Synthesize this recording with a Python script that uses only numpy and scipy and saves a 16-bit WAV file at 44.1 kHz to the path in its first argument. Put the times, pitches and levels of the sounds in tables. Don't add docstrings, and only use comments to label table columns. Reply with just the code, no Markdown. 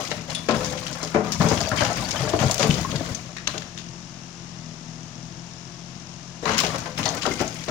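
import sys
import numpy as np
from scipy import signal
from scipy.fft import rfft, irfft
from scipy.io import wavfile
from scipy.ndimage import uniform_filter1d

SR = 44100
rng = np.random.default_rng(int(sys.argv[2]) if len(sys.argv) > 2 else 0)


def dump_mix(stems):
    frames = np.atleast_2d(stems).T
    limited = np.clip(frames, -1, 1)
    pcm = np.round(limited * 32767).astype(np.int16)
    wavfile.write(sys.argv[1], SR, pcm)


N = 339570
TIME = np.arange(N) / SR


# (time [s], knock level [dB], thump level [dB], body level [dB], crunch level [dB], t60 [s])
BLOWS = [(0.113, -12, -39, -42, -44.5, 1), (0.486, -3, -24.5, -23, -25.5, 0.29),
         (1.024, -33, -61, -33, -38, 0.1), (1.143, -13.5, -25.5, -17, -23.5, 0.2),
         (1.402, -16, -23, -23, -22.5, 0.31), (1.507, -12, -32, -26, -26, 0.21),
         (1.715, -15, -28.5, -27.5, -27, 0.11), (1.807, -2.5, -29, -27, -33, 0.32),
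         (2.333, -11, -27, -18.5, -32, 0.088), (2.389, -13, -31, -28.5, -33, 0.22),
         (2.420, -6, -24, -27.5, -46, 0.32), (2.595, -20, -28, -29, -25.5, 0.4),
         (2.635, -9.5, -23, -24.5, -37.5, 0.18), (3.541, -19, -50, -37.5, -57, 0.13),
         (6.426, -29, -54, -34.5, -54, 0.35), (6.451, -24, -32, -29, -24.5, 0.26),
         (6.49, -5, -31, -41, -28, 0.54), (6.633, -9.5, -35, -30, -43, 0.34),
         (6.743, -15.5, -36, -41, -34, 0.14), (6.858, -15, -50, -49, -41, 0.27),
         (6.987, -14, -30, -43, -32.5, 0.19), (7.059, -9, -47, -37, -33, 0.17),
         (7.255, -8, -33, -27.5, -31.5, 0.13), (7.402, -9, -31, -27.5, -47, 0.088),
         (7.68, -11, -29, -28, -32, 0.28)]
# (frequency [Hz], width [Hz], level [dB])
BODY_MODES = [(322, 63, 5.5), (439, 27, 8), (593, 41, 9), (760, 74, 5), (832, 19, 0.5)]
CRUNCH_MODES = [(935, 61, 16.3), (1047, 180, 14.7), (1410, 320, 9.5), (1785, 280, 6.4), (2100, 480, 2)]

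def bucket_blows(rise_s=0.0041, thump_db=-1, knock_db=-5, size=32768):
    out, t = np.zeros((2, N)), np.arange(size) / SR
    thump_modes = [(113.4, 40, 0), (217, 85, 0)]
    onset = SR // 25
    for s, knock, thump, body, crunch, t60 in BLOWS:
        knock_hz = 700 * 2 ** rng.uniform(-0.395, 0.34)
        add(out, s, undb(knock + knock_db) * chip(knock_hz, t60=0.1, ring=0.33))
        force = stereo_noise(size) * jagged(size, spread_db=2, per_s=440) * strike(t, t60, rise_s)
        for db, modes in ((thump + thump_db, thump_modes), (body, BODY_MODES), (crunch, CRUNCH_MODES)):
            shake = resonate(force, modes)
            add(out, s, undb(db) * shake / np.sqrt(np.mean(shake[:, :onset] ** 2)))
    return out


# (time [s], level [dB], centre [Hz], half the crumbs' t60 [s])
CRACKS = [(0.050, -23, 4630, 0.011), (0.108, -21, 3000, 0.022), (0.115, -11, 2120, 0.015),
          (0.298, -23, 4400, 0.03), (0.3475, -20, 3800, 0.027), (0.509, -16.5, 3330, 0.031),
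          (0.645, -17, 5960, 0.035), (0.778, -22, 2320, 0.031), (0.866, -19, 3110, 0.057),
          (0.928, -23, 5270, .03), (1.029, -17, 5370, 0.054), (1.320, -10.5, 5550, 0.051),
          (1.416, -19, 4450, 0.047), (1.486, -14, 6200, 0.097), (1.574, -17.5, 2900, 0.063),
          (1.604, -13.5, 4970, 0.04), (1.686, -23, 4550, 0.027), (1.778, -20.5, 2760, 0.2),
          (1.808, -15.5, 3000, 0.053), (1.848, -16, 3200, .03), (2.108, -14, 5130, 0.033),
          (2.159, -20, 2600, 0.018), (2.390, -18.5, 3120, 0.1), (2.511, -7.5, 6400, 0.012),
          (2.580, -18, 3800, .012), (2.595, -12.5, 4740, 0.098), (2.627, -10, 2220, 0.025),
          (2.708, -13, 3140, 0.0057), (2.742, -23, 4440, 0.029), (2.916, -19.5, 3170, 0.011),
          (2.958, -19.5, 3630, 0.042), (3.061, -26, 3500, 0.026), (3.148, -18.5, 6400, 0.014),
          (3.366, -20, 1880, 0.074), (3.472, -9.5, 2910, 0.011), (3.579, -18.5, 3840, 0.0091),
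          (3.620, -24.5, 1510, 0.019), (3.776, -23, 3160, 0.051), (6.455, -14.5, 2200, 0.53),
          (6.516, -18, 2740, 0.15), (6.580, -6, 3060, 0.04), (6.602, -10, 3570, 0.037),
          (6.636, -13, 2630, 0.062), (6.783, -27, 4140, 0.026), (6.876, -32, 3500, 0.035),
          (6.977, -18, 2360, 0.074), (7.030, -14.5, 2950, 0.025), (7.055, -10.5, 4230, 0.035),
          (7.089, -16.5, 4450, 0.029), (7.221, -14.5, 3090, 0.046), (7.263, -13, 3450, 0.014),
          (7.393, -16.5, 2340, 0.094), (7.478, -23.5, 5600, 0.017), (7.638, -22.5, 4500, 0.022),
          (7.684, -18, 2140, 0.062)]

def brick_cracks(lesser, crumble_db=-6, snap_t60=0.012):
    out = np.zeros((2, N))
    for s, db, hz, half_t60 in list(CRACKS) + lesser:
        add(out, s, undb(db) * chip(hz, snap_t60, ring=0.16, rise_s=0.00096))
        crumbs = chip(hz, 2 * half_t60, ring=0.33, rise_s=0.0049, size=8192)
        add(out, s, undb(db + crumble_db) * crumbs * jagged(crumbs.shape[1], spread_db=6, per_s=930))
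    return out


def lesser_cracks(grit, count=130, per_s=14, over_grit_db=9.5, scatter_db=2, low_hz=1980, high_hz=6580):
    gap, size, pitch = rng.random((count, 3)).T
    times = np.cumsum(2 * gap / per_s)
    grit_db = 20 * np.log10(np.interp(times, TIME, grit) + 1e-9)
    levels = grit_db + over_grit_db + scatter_db * (2 * size - 1)
    centres = low_hz * (high_hz / low_hz) ** pitch
    return [(s, db, hz, 0.015) for s, db, hz in zip(times, levels, centres)]


# (time [s],
# level [dB], pitch [Hz], t60 [s])
LANDINGS = [(0.0, -15, 602, 0.03), (0.750, -25, 567, 0.08), (1.126, -42, 604, 0.056),
            (1.195, -41, 446, 0.3), (1.445, -21, 846, 0.082), (1.470, -20.5, 440, 0.055),
            (1.507, -14, 447, 0.054), (1.606, -19.5, 638, 0.08), (1.842, -26, 780, 0.22),
            (1.900, -17, 658, 0.11), (2.023, -25, 757, 0.12), (2.157, -20.5, 934, 0.043),
            (2.205, -20, 632, 0.047), (2.234, -23, 481, 0.21), (2.272, -23.5, 634, 0.13),
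            (2.334, -24, 572, 0.15), (2.428, -14, 580, 0.062), (2.516, -25, 703, .06),
            (2.594, -14, 560, 0.05), (2.675, -24, 520, 0.057), (2.708, -23.5, 427, .06),
            (2.740, -27, 483, .05), (2.785, -22, 720, 0.051), (2.940, -22, 440, 0.042),
            (3.290, -38, 583, 0.099), (6.428, -24, 490, 0.081), (6.458, -31, 570, .07),
            (6.492, -25, 970, 0.077), (6.530, -28, 527, 0.083), (6.645, -35, 544, 0.088),
            (6.748, -30, 585, 0.076), (7.060, -21, 624, 0.07), (7.100, -26, 700, 0.066),
            (7.158, -30, 400, .06), (7.256, -22, 694, 0.054), (7.268, -21, 388, 0.11),
            (7.310, -24.5, 300, 0.068), (7.404, -19, 274, 0.053), (7.412, -24.5, 688, 0.2)]
# (frequency [ratio to pitch], level [dB])
BRICK_MODES = [(.68, -13.5), (0.998, 0), (1.268, -5.5), (1.9, -11)]

def tumbling_bricks(rock_s=0.012, rock_db=-2.5, scuff_db=-9, rise_s=0.0013, size=16384):
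    out, t = np.zeros((2, N)), np.arange(size) / SR
    for s, db, hz, t60 in LANDINGS:
        rock_delay = rock_s * 2 ** rng.uniform(-0.497, 0.514)
        for delay, contact_db in ((0, 0), (rock_delay, rock_db)):
            detunes = rng.uniform(0.93, 1.07, len(BRICK_MODES))
            ring = sum(undb(mode_db) * np.sin(2 * np.pi * hz * ratio * detune * t)
                       for (ratio, mode_db), detune in zip(BRICK_MODES, detunes))
            scuff = undb(scuff_db) * noise_band(size, hz, width_hz=2 * hz)
            add(out, s + delay, undb(db + contact_db) * (ring + scuff) * strike(t, t60, rise_s))
    return out


# (time [s], level [dB], pitch [Hz], t60 [s])
CLINKS = [(0.349, -27, 3430, 0.23), (0.349, -22, 3570, 0.067), (0.349, -14, 9640, 0.041),
          (1.670, -24, 4700, .05), (1.675, -20, 643, 0.11), (1.716, -15.5, 1650, 0.032),
          (1.716, -10.5, 1405, 0.02), (1.779, -24, 3100, 0.19), (1.783, -19, 2250, 0.055),
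          (1.822, -12, 1596, 0.027), (2.050, -26, 4520, 0.059), (2.165, -24, 3100, 0.062),
          (2.498, -10, 660, 0.031), (2.498, -16, 980, 0.028), (2.707, -15, 2680, 0.023),
          (2.707, -14, 3020, .025), (2.848, -17, 1069, 0.068), (3.008, -12.5, 650, 0.03),
          (3.147, -21, 6200, 0.038), (3.484, -25.5, 1040, 0.067), (3.484, -31, 4130, 0.12),
          (6.607, -19, 1124, 0.055), (7.056, -18, 4440, 0.03), (7.078, -22, 4320, 0.041),
          (7.089, -23, 6260, 0.028), (7.254, -8.5, 1310, 0.015), (7.314, -22, 2105, 0.071),
          (7.478, -23, 6400, 0.026)]
THUDS = [(0.600, -25, 100, 0.085), (1.146, -22, 203.6, 0.7), (1.399, -13.5, 160, 0.18),
         (1.455, -14, 168, 0.084), (1.530, -22, 102, 0.21), (2.200, -23, 133.5, 0.25),
         (2.410, -14.5, 136, 0.14), (2.461, -7.5, 110, 0.096), (2.665, -18, 150, .05),
         (2.694, 1, 152, 0.046), (2.735, -19, 185, 0.062), (2.778, -21, 182, .08), (2.945, -19, 151, 0.14),
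         (3.010, -16, 275, 0.048), (3.112, -20, 117, 0.1), (6.555, -22, 158, 0.094)]

def struck_pieces(rows, rough, rise_s, size=16384):
    out, t = np.zeros((2, N)), np.arange(size) / SR
    for s, db, hz, t60 in rows:
        tone = np.sin(2 * np.pi * hz * t)
        blur = rough * noise_band(size, hz, width_hz=hz / 2)
        add(out, s, undb(db) * (tone + blur) * strike(t, t60, rise_s))
    return out


# (time [s], level [dB], t60 [s])
HIGH_SNAPS = [(0.486, -18, 0.028), (0.865, -22, .03), (1.283, -25, .015), (1.32, -11, 0.05),
              (1.691, -9, 0.0084), (1.963, -22, .02), (2.513, -6, 0.028), (2.543, -4.5, .025),
              (2.672, -7, 0.01), (2.68, -10, .015), (2.692, -13, .02), (6.58, -7, 0.06), (6.601, -6, 0.048),
              (6.783, -19, .04), (6.983, -17, 0.11), (7.148, -14, .03), (7.393, -29, .04),
              (7.411, -15, .06), (7.544, -22, .03)]

def high_snaps():
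    out = np.zeros((2, N))
    for s, db, t60 in HIGH_SNAPS:
        add(out, s, undb(db) * chip(rng.uniform(10000, 13000), t60, ring=0.2, rise_s=0.00015))
    return out


# (start [s], length [s], grit level [dB], lump level [dB], rumble level [dB])
SLIDES = [(-.03, 0.038, -28, -36, -39), (0.276, 0.034, -33, -35.5, -38), (0.53, 0.16, -32, -33, -30),
          (0.777, 0.32, -37, -39, -39), (1.231, 0.51, -38, -35.5, -33), (1.386, 0.16, -30, -35, -25),
          (1.753, 0.12, -29, -31.5, -30), (1.953, 0.061, -28.5, -33, -29.5), (2.078, 0.22, -30, -33, -32.5),
          (2.388, 0.13, -28.5, -37, -34), (2.575, 0.049, -26.5, -46, -47), (2.685, 0.13, -33.5, -38.5, -25),
          (2.881, 0.23, -37, -38, -33), (3.468, 0.038, -40, -37.5, -39), (6.419, 0.12, -36.5, -39, -39),
          (6.563, 0.04, -27.5, -33, -52), (6.62, 0.16, -36.5, -36.5, -34.5),
          (6.959, 0.22, -33.5, -35.5, -36), (7.219, 0.096, -31.5, -39, -31.5),
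          (7.393, 0.51, -38.5, -50, -43)]

def wall_slides(attack_s=0.017, grit_t60=0.85, lumps_t60=0.7, rumble_t60=0.75):
    power = np.zeros((3, N))
    for s, length, *levels in SLIDES:
        swell = np.clip((TIME - s) / attack_s, 0, 1)
        since_end = np.maximum(TIME - s - length, 0)
        for layer, db, t60 in zip(power, levels, (grit_t60, lumps_t60, rumble_t60)):
            layer += (undb(db) * swell * fade(since_end, t60)) ** 2
    return np.sqrt(power)


# (frequency [Hz], level [dB])
GRIT_SPECTRUM = [(900, 9), (1800, 6), (3000, 3), (6500, 1), (11000, 10), (15000, 5.5)]
LUMP_SPECTRUM = [(150, -22.5), (280, 9), (385, -6), (435, -6), (500, 2), (590, 3), (800, -1.5), (880, -4.5),
                 (1000, 0.5), (1500, -1), (2200, -3.5), (4000, -28)]
RUMBLE_SPECTRUM = [(25, -50), (55, -11), (100, -7.5), (180, -6.5), (300, -12), (600, -33)]

def debris(grit_gain, lumps_gain, rumble_gain):
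    grit = shower(1900, 9000, t60=0.027, spread_db=2.6, count=6000)
    lumps = shower(425.3, 1887, t60=0.033, spread_db=1, count=1300)
    return (undb(-1) * grit_gain * unit(colour(grit, GRIT_SPECTRUM))
            + undb(1) * lumps_gain * unit(colour(lumps, LUMP_SPECTRUM))
            + undb(-2) * rumble_gain * unit(colour(stereo_noise(N), RUMBLE_SPECTRUM)))


def shower(low_hz, high_hz, t60, spread_db, count, kinds=160):
    pieces = [chip(hz, t60 * 2 ** rng.uniform(-1, 1), ring=1.5)
              for hz in np.geomspace(low_hz, high_hz, kinds)]
    out = np.zeros((2, N))
    for when, which, smallness in rng.random((count, 3)):
        size_db = -spread_db * np.log(smallness + 0.015)
        add(out, when * N / SR, undb(size_db) * pieces[int(which * kinds)])
    return out


# (time [s], level [dB])
BOOM_JARS = [(0.489, -24), (1.402, -36), (1.807, -37), (2.596, -38), (6.856, -40), (7.254, -40)]
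# (frequency [Hz], level [dB], t60 [s])
BOOM_MODES = [(433, -7, .45), (508, -1, 1.35), (590, 0, .4), (807, -10, .6), (931, -11, .8), (1048, -4, .5)]

def steel_boom(size=32768):
    out, t = np.zeros((2, N)), np.arange(size) / SR
    for s, jar_db in BOOM_JARS:
        for hz, db, t60 in BOOM_MODES:
            beat = 1 + 0.25 * np.sin(2 * np.pi * (rng.uniform(5, 9) * t + rng.random()))
            add(out, s, undb(jar_db + db) * beat * fade(t, t60) * np.sin(2 * np.pi * hz * t))
    return out


# (start [s], end [s], load [0-1])
ARM_PULLS = [(0, 2, 0.66), (4.53, 4.72, 1), (4.72, 5.22, .76), (6.45, 7.55, 0.73)]

def engine_load(governor_s=0.08):
    settle = lambda s: 1 - np.exp(-np.maximum(TIME - s, 0) / governor_s)
    return sum(load * (settle(start) - settle(end)) for start, end, load in ARM_PULLS)


# (frequency [Hz], width [Hz], level [dB])
SILENCER_MODES = [(45.6, 7.8, -10), (85.5, 8.4, -10.5), (133.5, 35.6, 0.5), (169, 21.6, 4.5),
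                  (242, 18, -3.5), (342, 17.4, -7), (602, 10, -12.5), (696, 31, -16.5)]
INJECTOR_MODES = [(2860, 210, 6.5), (5330, 290, 11), (6150, 500, 4.5)]
COVER_MODES = [(686, 55, 1), (977, 22, -2.5), (1720, 34, 1), (2735, 110, -2.5)]
# (frequency [Hz], level [dB])
CLATTER_SPECTRUM = [(26, 4), (55, 2), (110, 17), (200, 18), (480, 7.5), (780, 10.5), (1100, 10.5),
                    (1700, 5.5), (3000, 5), (4400, 3.5), (5500, 6), (6700, 3), (9000, -1), (15000, -14)]
INJECTOR_DB = [1.5, 0, -3]

def diesel(idle_hz=43, droop_hz=3.2, idle_db=-43, load_db=4.5, gas_db=-7):
    load = engine_load()
    firing_hz = (idle_hz - droop_hz * load) * (1 + 0.005 * drift(hold_s=0.09))
    exhaust_db = idle_db + load_db * load + 0.8 * drift(hold_s=0.06)
    cycles = np.cumsum(firing_hz) / SR
    firings = np.flatnonzero(np.diff(np.floor(cycles)))
    lateness, strength = rng.uniform(-1, 1, (len(firings), 2)).T
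    firings = np.clip(firings + (0.0002 * SR * lateness).astype(int), 0, N - 1)
    cylinder_db = np.resize([0.8, -0.7, 0], len(firings))
    pulses = np.zeros(N)
    pulses[firings] = undb(cylinder_db + 1.1 * strength)
    pulses = unit(pulses)
    gas = rng.standard_normal(N) * undb(gas_db - load_db * load)
    exhaust = unit(colour(resonate(pulses + gas, SILENCER_MODES), [(700, 8), (1500, -41)]))
    knock_gate = np.exp(-(cycles % 1) / 0.3)
    tick_gate = np.exp(-(cycles % 1) / 0.17)
    knock = colour(stereo_noise(N), [(1000, -10), (5000, -19)]) * knock_gate
    fan = stereo_noise(N)
    clatter = unit(colour(fan + undb(-2) * knock, CLATTER_SPECTRUM))
    injector_gain = undb(INJECTOR_DB)[cycles.astype(int) % len(INJECTOR_DB)]
    spray = unit(stereo_noise(N) * tick_gate)
    ticks = unit(resonate(injector_gain * (pulses + spray), INJECTOR_MODES))
    covers = unit(resonate(pulses + unit(stereo_noise(N) * knock_gate), COVER_MODES))
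    return undb(exhaust_db) * exhaust + undb(-42.5) * clatter + undb(-53.5) * ticks + undb(-58) * covers


def garden_echo(x, echo_db, t60=0.45, gap_s=0.012, size=32768):
    t = np.arange(size) / SR
    envelope = fade(t, t60) * (t > gap_s)
    tail = colour(stereo_noise(size) * envelope, [(200, 2.5), (2000, 3), (9000, -1.5)])
    tail /= np.sqrt(np.sum(envelope ** 2))
    return x + undb(echo_db) * signal.oaconvolve(x, tail, axes=1)[:, :N]


def chip(hz, t60, ring, rise_s=0.00014, size=4096):
    burst = stereo_noise(size) * strike(np.arange(size) / SR, t60, rise_s)
    ratios = np.array([1, rng.uniform(1.15, 1.5), rng.uniform(1.6, 2.3)])
    modes = [(f, f / 45, 0) for f in hz * ratios]
    x = unit(resonate(burst, [(hz, hz * 0.73, 0)])) + ring * unit(resonate(burst, modes))
    return x / np.abs(x).max()


def stereo_noise(size, shared_hz=800):
    left, other = rfft(rng.standard_normal((2, size)))
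    hz = np.arange(len(left)) * SR / size
    likeness = 1 / (1 + (hz / shared_hz) ** 4)
    right = likeness * left + np.sqrt(1 - likeness ** 2) * other
    return irfft(np.array([left, right]), size)


def noise_band(size, hz, width_hz):
    mode = [(hz, width_hz, 0)]
    return unit(resonate(resonate(stereo_noise(size), mode), mode))


def resonate(x, modes):
    out = 0
    for k, (hz, width, db) in enumerate(modes):
        b, a = signal.iirpeak(min(hz, SR / 3), hz / min(width, SR / 4), fs=SR)
        out += (-1) ** k * undb(db) * signal.lfilter(b, a, x)
    return out


def colour(x, points, size=4096):
    hz, db = np.transpose(points)
    bins = np.maximum(np.arange(size // 2 + 1) * SR / size, 1)
    gain = undb(np.interp(np.log(bins), np.log(hz), db))
    cepstrum = irfft(np.log(gain))
    cepstrum[1:size // 2] *= 2
    cepstrum[size // 2 + 1:] = 0
    impulse = irfft(np.exp(rfft(cepstrum)))
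    return signal.oaconvolve(np.atleast_2d(x), impulse[None], axes=1)[:, :x.shape[-1]]


def jagged(size, spread_db, per_s):
    contact = (np.arange(size) * per_s / SR).astype(int)
    return undb(spread_db * np.clip(rng.standard_normal(size), -2, 2)[contact])


def drift(hold_s):
    hold = int(hold_s * SR)
    steps = np.repeat(rng.standard_normal(N // hold + 1), hold)
    return unit(uniform_filter1d(steps, hold))[:N]


def strike(t, t60, rise_s):
    return fade(t, t60) * (1 - np.exp(-t / rise_s))


def fade(t, t60):
    return np.exp(-np.log(1000) * t / max(t60, 1 / SR))


def add(out, s, x):
    i = int(np.clip(s * SR, 0, N - 1))
    out[:, i:i + x.shape[-1]] += x[..., :N - i]


def unit(x):
    return x / np.sqrt(np.mean(x ** 2))


def undb(db):
    return 10 ** (np.asarray(db) / 20)


def scene():
    clinks = struck_pieces(CLINKS, rough=0.35, rise_s=0.0008)
    thuds = struck_pieces(THUDS, rough=0.5, rise_s=0.003)
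    grit_gain, lumps_gain, rumble_gain = wall_slides()
    cracks = brick_cracks(lesser_cracks(grit_gain))
    background = diesel() + debris(grit_gain, lumps_gain, rumble_gain) + steel_boom()
    impacts = bucket_blows() + tumbling_bricks() + cracks + high_snaps() + clinks
    return garden_echo(impacts, echo_db=-10) + garden_echo(thuds, echo_db=-23.5) + background


# (frequency [Hz], level [dB])
LEFT_PORT = [(100, 4), (1000, 1), (4000, 3), (6800, 7), (8200, -9), (10000, -12), (11000, -18),
             (13000, -19), (14000, -19), (15000, -5), (16000, -10)]
RIGHT_PORT = [(100, -5), (600, -8.5), (1500, -9), (3000, -8.5), (6500, -11), (9000, -7), (11000, -21.5),
              (13000, -15.5), (15500, -36)]

def record(dry):
    ceiling, top_hz = 0.8, 15800
    ports = np.vstack([colour(dry[0], LEFT_PORT), colour(dry[1], RIGHT_PORT)])
    rounded = ports / (1 + (ports / ceiling) ** 4) ** 0.25
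    lowpass = signal.ellip(10, 0.2, 80, top_hz, fs=SR, output="sos")
    return signal.sosfilt(lowpass, rounded)


dry = scene()
out = record(dry)
dump_mix(out)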